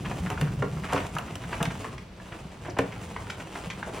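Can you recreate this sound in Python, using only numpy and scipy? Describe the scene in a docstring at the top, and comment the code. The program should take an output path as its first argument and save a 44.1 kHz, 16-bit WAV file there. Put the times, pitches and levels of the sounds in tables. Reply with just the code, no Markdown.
"""Rats scramble over artificial grass, a wire mesh and a big plastic water jug that stands against a wall.
Their paws excite damped resonances of the plastic by friction and impact, many tiny contacts merge
into patter and rustle, and claws click. Bodies land with dull thumps, and now and then a bump rings
the modes of the hollow jug. A small hard room reverberates, over a low steady rumble."""
import sys
import numpy as np
from scipy import signal
from scipy.fft import rfft, irfft, next_fast_len
from scipy.io import wavfile
from scipy.ndimage import map_coordinates

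SR = 44100
rng = np.random.default_rng(int(sys.argv[2]) if len(sys.argv) > 2 else 0)


def master_out(mix):
    """Clip the mix to full scale and print it as 16-bit PCM to the path in sys.argv[1]."""
    frames = np.transpose(np.atleast_2d(mix))
    ceiling = np.clip(frames, -1, 1)
    pcm = np.round(ceiling * 32767).astype(np.int16)
    wavfile.write(sys.argv[1], SR, pcm)


N = 176400


def amp(db):
    """Amplitude ratio of a level in decibels."""
    return 10 ** (np.asarray(db) / 20)

def unit(x):
    """Normalisation of power: rms 1."""
    return x / np.sqrt(np.mean(x ** 2) + 1e-20)

def burst(x):
    """Normalisation of energy: that of 10 ms at rms 1."""
    return x * np.sqrt(SR / 100 / np.sum(x ** 2))

def add(track, start, x):
    """Superposition: x joins the track at start seconds."""
    i = max(0, round(start * SR))
    track[i:i + len(x)] += x[:max(0, len(track) - i)]

def curve(rows):
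    """Linear interpolation of (time, value) rows at every sample."""
    return np.interp(np.arange(N) / SR, *np.transpose(rows))

def along(points, hz):
    """Interpolation of (frequency, value) points on a logarithmic axis."""
    knots, values = np.transpose(points)
    return np.interp(np.log(hz + 1), np.log(knots + 1), values)

def jitter(t, step):
    """Random modulation: Gaussian values, step samples apart, joined by straight lines."""
    return np.interp(t, t[::step], rng.standard_normal(len(t[::step])))

def filtered(x, response):
    """Linear filtering: the spectrum of x times a complex frequency response."""
    n = x.shape[-1]
    size = next_fast_len(n + SR // 10)
    return irfft(rfft(x, size) * response(np.fft.rfftfreq(size, 1 / SR)), size)[..., :n]

def coloured(x, spectrum, size=4096):
    """Minimum-phase filtering: folding the cepstrum makes the given spectrum a causal response."""
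    cepstrum = irfft(np.log(amp(along(spectrum, np.fft.rfftfreq(size, 1 / SR)))))
    cepstrum[1:size // 2] *= 2
    cepstrum[size // 2 + 1:] = 0
    return signal.fftconvolve(x, irfft(np.exp(rfft(cepstrum))))[:len(x)]


# Stereo width of diffuse sound: (frequency [Hz], side over mid [dB])
DIFFUSE_WIDTH = [(60, -47), (200, -16.5), (600, -4.5), (10000, -5)]
def spread(mid, side):
    """Diffuse field: left and right are nearly alike at long wavelengths and differ more at short ones."""
    side = filtered(side, lambda hz: amp(along(DIFFUSE_WIDTH, hz)))
    return np.array([mid + side, mid - side])


# Background noise of the room: (frequency [Hz], gain [dB])
RUMBLE_SPECTRUM = [(22, -12), (55, 7.5), (120, -2), (250, -7), (2500, -21.5), (5000, -27), (16000, -57.5)]
def rumble():
    """Stationary noise: the room's low, diffuse rumble."""
    mid, side = [unit(coloured(rng.standard_normal(N), RUMBLE_SPECTRUM)) for _ in range(2)]
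    return amp(-47.5) * spread(mid, side)


# Reverberation of the room: (frequency [Hz], time to fall by 60 dB [s])
ROOM_T60 = [(150, 0.35), (3000, 0.27), (14000, 0.16)]
def room(x, segments=20, gap_s=.004):
    """Reverberation: wall echoes decay exponentially; a new tail per segment stands for the rats moving."""
    out = np.zeros((2, N))
    for i, part in enumerate(np.array_split(x, segments)):
        hz, t, noise = signal.stft(rng.standard_normal((2, SR // 3)), SR, nperseg=256)
        decay = amp(-60 * t / along(ROOM_T60, hz)[:, None])
        mid, side = signal.istft(noise * decay, SR, nperseg=256)[1]
        for ear, tail in zip(out, spread(mid, side) / np.linalg.norm(mid)):
            add(ear, i * N / segments / SR + gap_s, signal.fftconvolve(part, tail))
    return out


# Soft landings of a body: (time [s], level [dB], frequency [Hz])
LANDINGS = [(0.419, -13.5, 153.5), (0.486, -20.5, 119), (0.575, -19, 124), (0.603, -20, 119),
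            (0.931, -21, 160), (1.15, -22.5, 142.5), (1.611, -13.5, 165.6), (1.681, -21.5, 183),
            (2.45, -27.5, 177.5), (3.67, -23, 171), (3.776, -26.5, 182)]
def thumps(rise_s=.0032, t60_s=.11):
    """Damped oscillation: a soft body lands and sets off a few low cycles."""
    out, t = np.zeros(N), np.arange(SR // 3) / SR
    for start, db, hz in LANDINGS:
        envelope = amp(db - 60 * t / t60_s) * (1 - np.exp(-t / rise_s))
        add(out, start, envelope * np.sin(2 * np.pi * hz * t))
    return out


# Modes of the jug: (frequency [Hz], relative level [dB])
JUG_MODES = [(120, -13), (183, -10), (275, -5.5), (398, -4), (466, -0.5), (532, -5.5), (622, -3.5),
             (785, -4.5), (1025, 1), (1470, -2.5), (1790, 1.5)]
# Bumps of a body against the jug: (time [s], level [dB], cut-off frequency [Hz])
JUG_BUMPS = [(.42, -23.5, 250), (0.6242, -21.5, 610), (.927, -25, 800), (0.942, -24.5, 450),
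             (.974, -28.5, 500), (1.613, -29, 600), (2.788, -16.5, 900)]
def jug(rise_cycles=.94, t60_cycles=51):
    """Modal vibration: low modes swell last and ring longest; a bump with a low cut-off barely excites the
    upper ones."""
    out, t = np.zeros(N), np.arange(SR // 2) / SR
    for start, db, cutoff_hz in JUG_BUMPS:
        ring = 0
        for k, (hz, mode_db) in enumerate(JUG_MODES):
            phase = 2 * np.pi * hz * t + .25 * jitter(t, step=200)
            excitation = (-1) ** k / np.hypot(1, hz / cutoff_hz)
            swell = 1 - np.exp(-t * hz / rise_cycles)
            decay = amp(mode_db - 60 * t * hz / t60_cycles)
            ring = ring + excitation * swell * decay * np.sin(phase)
        add(out, start, amp(db) * ring)
    return out


def claw_squeal(start=2.693, length_s=.022, from_hz=6600, to_hz=4300, roughness=.35):
    """Sliding friction: one claw slips with a thin, rough, falling squeal."""
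    out, t = np.zeros(N), np.arange(SR // 20) / SR
    progress = np.minimum(t / length_s, 1)
    glide_hz = from_hz + (to_hz - from_hz) * progress
    hz = glide_hz * (1 + roughness * rng.standard_normal(len(t)))
    add(out, start, amp(-45) * np.sin(np.pi * progress) * np.sin(2 * np.pi * np.cumsum(hz) / SR))
    return out


# Spectrum of a claw's contact: (frequency [Hz], gain [dB])
CLAW_SPECTRUM = [(700, -24), (3000, 10.5), (4500, -0.5), (7500, 3), (16000, -2)]
# Claws catching on mesh and plastic: (time [s], level [dB])
CLAW_STRIKES = [(.302, -36.5), (0.412, -34.5), (0.924, -39), (0.933, -34), (1.067, -44), (1.152, -44),
                (1.185, -34), (1.355, -38), (1.628, -29), (1.653, -44), (2.787, -35.5), (3.308, -50)]
def claw_clicks(decay_s=.0029):
    """Hard impact: a very short contact gives a bright, broadband click."""
    out, t = np.zeros(N), np.arange(SR // 20) / SR
    for start, db in CLAW_STRIKES:
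        contact = rng.standard_normal(len(t)) * np.exp(-t / decay_s)
        add(out, start, amp(db) * burst(coloured(contact, CLAW_SPECTRUM)))
    return out


def grains(per_s, scatter_db):
    """Poisson process: tiny contacts at random moments, with scattered sizes."""
    impulses = (rng.random(N) < per_s / SR) * rng.choice([-1, 1], N)
    return impulses * amp(scatter_db * np.clip(rng.standard_normal(N), -2, 2))

def wobble(knots_per_s):
    """Spline interpolation of random values: a smooth fluctuation."""
    return map_coordinates(rng.standard_normal(2000), [np.arange(N) * knots_per_s / SR], mode="wrap")


# Spectra of feet on plastic and of soft footfalls: (frequency [Hz], gain [dB])
PATTER_SPECTRUM = [(100, -18.5), (300, 9), (1000, 4), (1700, -4), (2800, -2.5), (4200, -14), (16000, -20)]
PADDING_SPECTRUM = [(25, -29.5), (60, -2.5), (120, 0), (190, -0.5), (260, -10.5), (1500, -42.5)]
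# High, hissy rustle; the notch at 12 kHz is not part of the grass's sound: (frequency [Hz], gain [dB])
RUSTLE_SPECTRUM = [(1000, -37), (2800, -4), (6500, 17), (10000, 20.5), (12000, -45), (16000, 20)]
# How busy the rats are, and the weight of their soft footfalls: (time [s], relative level [dB])
ACTIVITY = [(0, -48.5), (.32, -45), (.55, -51.5), (.76, -50), (.97, -41.5), (1.25, -50.5), (1.72, -45.5),
            (1.92, -51), (2.1, -62), (2.26, -52), (2.35, -52.5), (2.55, -56.5), (3.02, -47), (3.22, -52),
            (3.6, -47), (3.79, -51.5), (4, -41)]
FOOTFALL_WEIGHT = [(0, -35.5), (.7, -35.5), (1.3, -42), (1.8, -40.5), (2.15, -51), (2.8, -43),
                   (3.55, -47.5), (4, -44)]
def scurry(flurry_db=5):
    """Shot noise: many small contacts merge into patter, hissy rustle, stray claw ticks and padding."""
    flurry = amp(flurry_db * np.tanh(wobble(knots_per_s=45)))
    patter = unit(coloured(grains(per_s=1400, scatter_db=5) * flurry, PATTER_SPECTRUM))
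    rustle = unit(coloured(grains(per_s=2500, scatter_db=5) * flurry, RUSTLE_SPECTRUM))
    ticks = unit(coloured(grains(per_s=61, scatter_db=3), CLAW_SPECTRUM))
    padding = unit(coloured(grains(per_s=250, scatter_db=1.5), PADDING_SPECTRUM))
    bright = amp(3.5) * patter + amp(-4.5) * rustle + amp(-13.5) * ticks
    return amp(curve(ACTIVITY)) * bright + amp(curve(FOOTFALL_WEIGHT) + .5) * padding


def resonance(x, hz, q):
    """Resonance with steep skirts: two equal second-order band-passes in cascade."""
    return filtered(x, lambda f: (1j * f * hz / q / (hz * hz - f * f + 1j * f * hz / q)) ** 2)


# Spectrum of a paw rubbing plastic: (frequency [Hz], gain [dB])
SCUFF_SPECTRUM = [(200, 18), (1000, 9.5), (2700, 6), (4200, -1.5), (8000, 3), (16000, -1)]
def scuff(hz, decay_s=.0077, q=.64, grit_db=3.5):
    """Friction noise: a gritty push swells and dies, driving a broad resonance of the plastic."""
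    t = np.arange(SR // 6) / SR
    grit = rng.choice([-1, 1], len(t)) * amp(grit_db * jitter(t, step=40))
    rise_s = decay_s / 4
    push = grit * np.exp(-t / decay_s) * (1 - np.exp(-t / rise_s))
    return burst(coloured(resonance(push, hz, q), SCUFF_SPECTRUM))


# Quick hollow taps on plastic: (time [s], relative level [dB], frequency [Hz])
PAW_TAPS = [(.376, -31.5, 1430), (0.964, -26, 1110), (1.166, -26.5, 1285), (1.529, -33.5, 1520),
            (2.2, -44, 1710), (3.163, -35.5, 2030), (3.164, -33.5, 1066), (3.557, -35, 1340),
            (3.828, -30.5, 1590)]
def taps(spot_q=12.6, wall_hz=985, wall_q=15, wall_db=-3.5, rise_s=.00041, skid_db=-4):
    """Free vibration: the struck spot rings briefly, the wall around it lower and longer; claws skid."""
    out, t = np.zeros(N), np.arange(SR // 20) / SR
    for start, db, spot_hz in PAW_TAPS:
        for hz, q, part_db in (spot_hz, spot_q, 0), (wall_hz, wall_q, wall_db):
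            phase = 2 * np.pi * hz * t + .38 * jitter(t, step=30)
            envelope = np.exp(-np.pi * hz * t / q) * (1 - np.exp(-t / rise_s))
            add(out, start, amp(db + part_db) * burst(envelope * np.sin(phase)))
        add(out, start, amp(db + skid_db) * scuff(spot_hz))
    return out


# Paws scuffing plastic: (time [s], relative level [dB], resonance frequency [Hz], decay time [s])
PAW_SCUFFS = [(.048, -29.5, 1490, 0.014), (0.111, -29, 850, 0.0057), (0.261, -30, 1310, .01),
              (.299, -25.5, 990, 0.019), (0.622, -22, 910, 0.0055), (0.831, -30, 1420, 0.025),
              (0.883, -25, 1270, 0.058), (.9246, -20.5, 850, 0.015), (0.959, -29.5, 1870, 0.0064),
              (0.976, -26, 1620, 0.0056), (1.525, -26.5, 1370, .01), (1.601, -22, 900, 0.023),
              (1.653, -28, 2450, 0.0045), (2.318, -35, 1270, .014), (2.648, -33, 1160, 0.016),
              (2.683, -28.5, 617, .008), (2.766, -27, 770, 0.013), (2.787, -24.5, 1800, 0.0064),
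              (3.299, -29, 2330, 0.0046), (3.553, -33, 1470, 0.0068), (3.7, -29.5, 2500, 0.0099),
              (3.866, -29, 544, 0.026)]
# Small claw scratches: (time [s], relative level [dB])
CLAW_SCRATCHES = [(.181, -56), (.411, -30), (.471, -36.5), (0.768, -38), (1.047, -33), (1.187, -30.5),
                  (1.279, -39.5), (1.355, -37), (1.436, -36), (1.704, -33.5), (1.842, -31.5),
                  (1.978, -38.5), (2.92, -36), (2.962, -41), (3.268, -40), (3.399, -37.5), (3.925, -45),
                  (3.974, -38)]
def paws(scratch_hz=1480):
    """Forced vibration: each scuff drives the plastic at its own pitch, each scratch at a random one."""
    out = np.zeros(N)
    for start, db, hz, decay_s in PAW_SCUFFS:
        add(out, start, amp(db) * scuff(hz, decay_s))
    for start, db in CLAW_SCRATCHES:
        hz = scratch_hz * np.exp(rng.normal(0, .35))
        add(out, start, amp(db) * scuff(hz))
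    return out


def scene():
    """Superposition of the rats' direct sound, its reverberation and the room's own noise."""
    feet = amp(-4) * (paws() + taps()) + scurry()
    bodies = jug() + thumps()
    claws = claw_clicks() + claw_squeal()
    reverberation = room(feet + amp(-2) * bodies + amp(-6) * claws)
    return feet + bodies + claws + amp(-6.5) * reverberation + rumble()


# Phase between the two microphone ports: (frequency [Hz], lead of the left port [rad])
PORT_LEAD = [(4500, 0), (9500, -2.5), (14000, -2.9)]
def record(dry, top_hz=16000):
    """Phase shift and band limit: the two ports part in phase in the treble; nothing passes above top_hz."""
    def response(hz):
        phase = np.outer([.5, -.5], along(PORT_LEAD, hz))
        return np.exp(1j * phase) * (hz < top_hz)
    return filtered(dry, response)


dry = scene()
out = record(dry)
master_out(out)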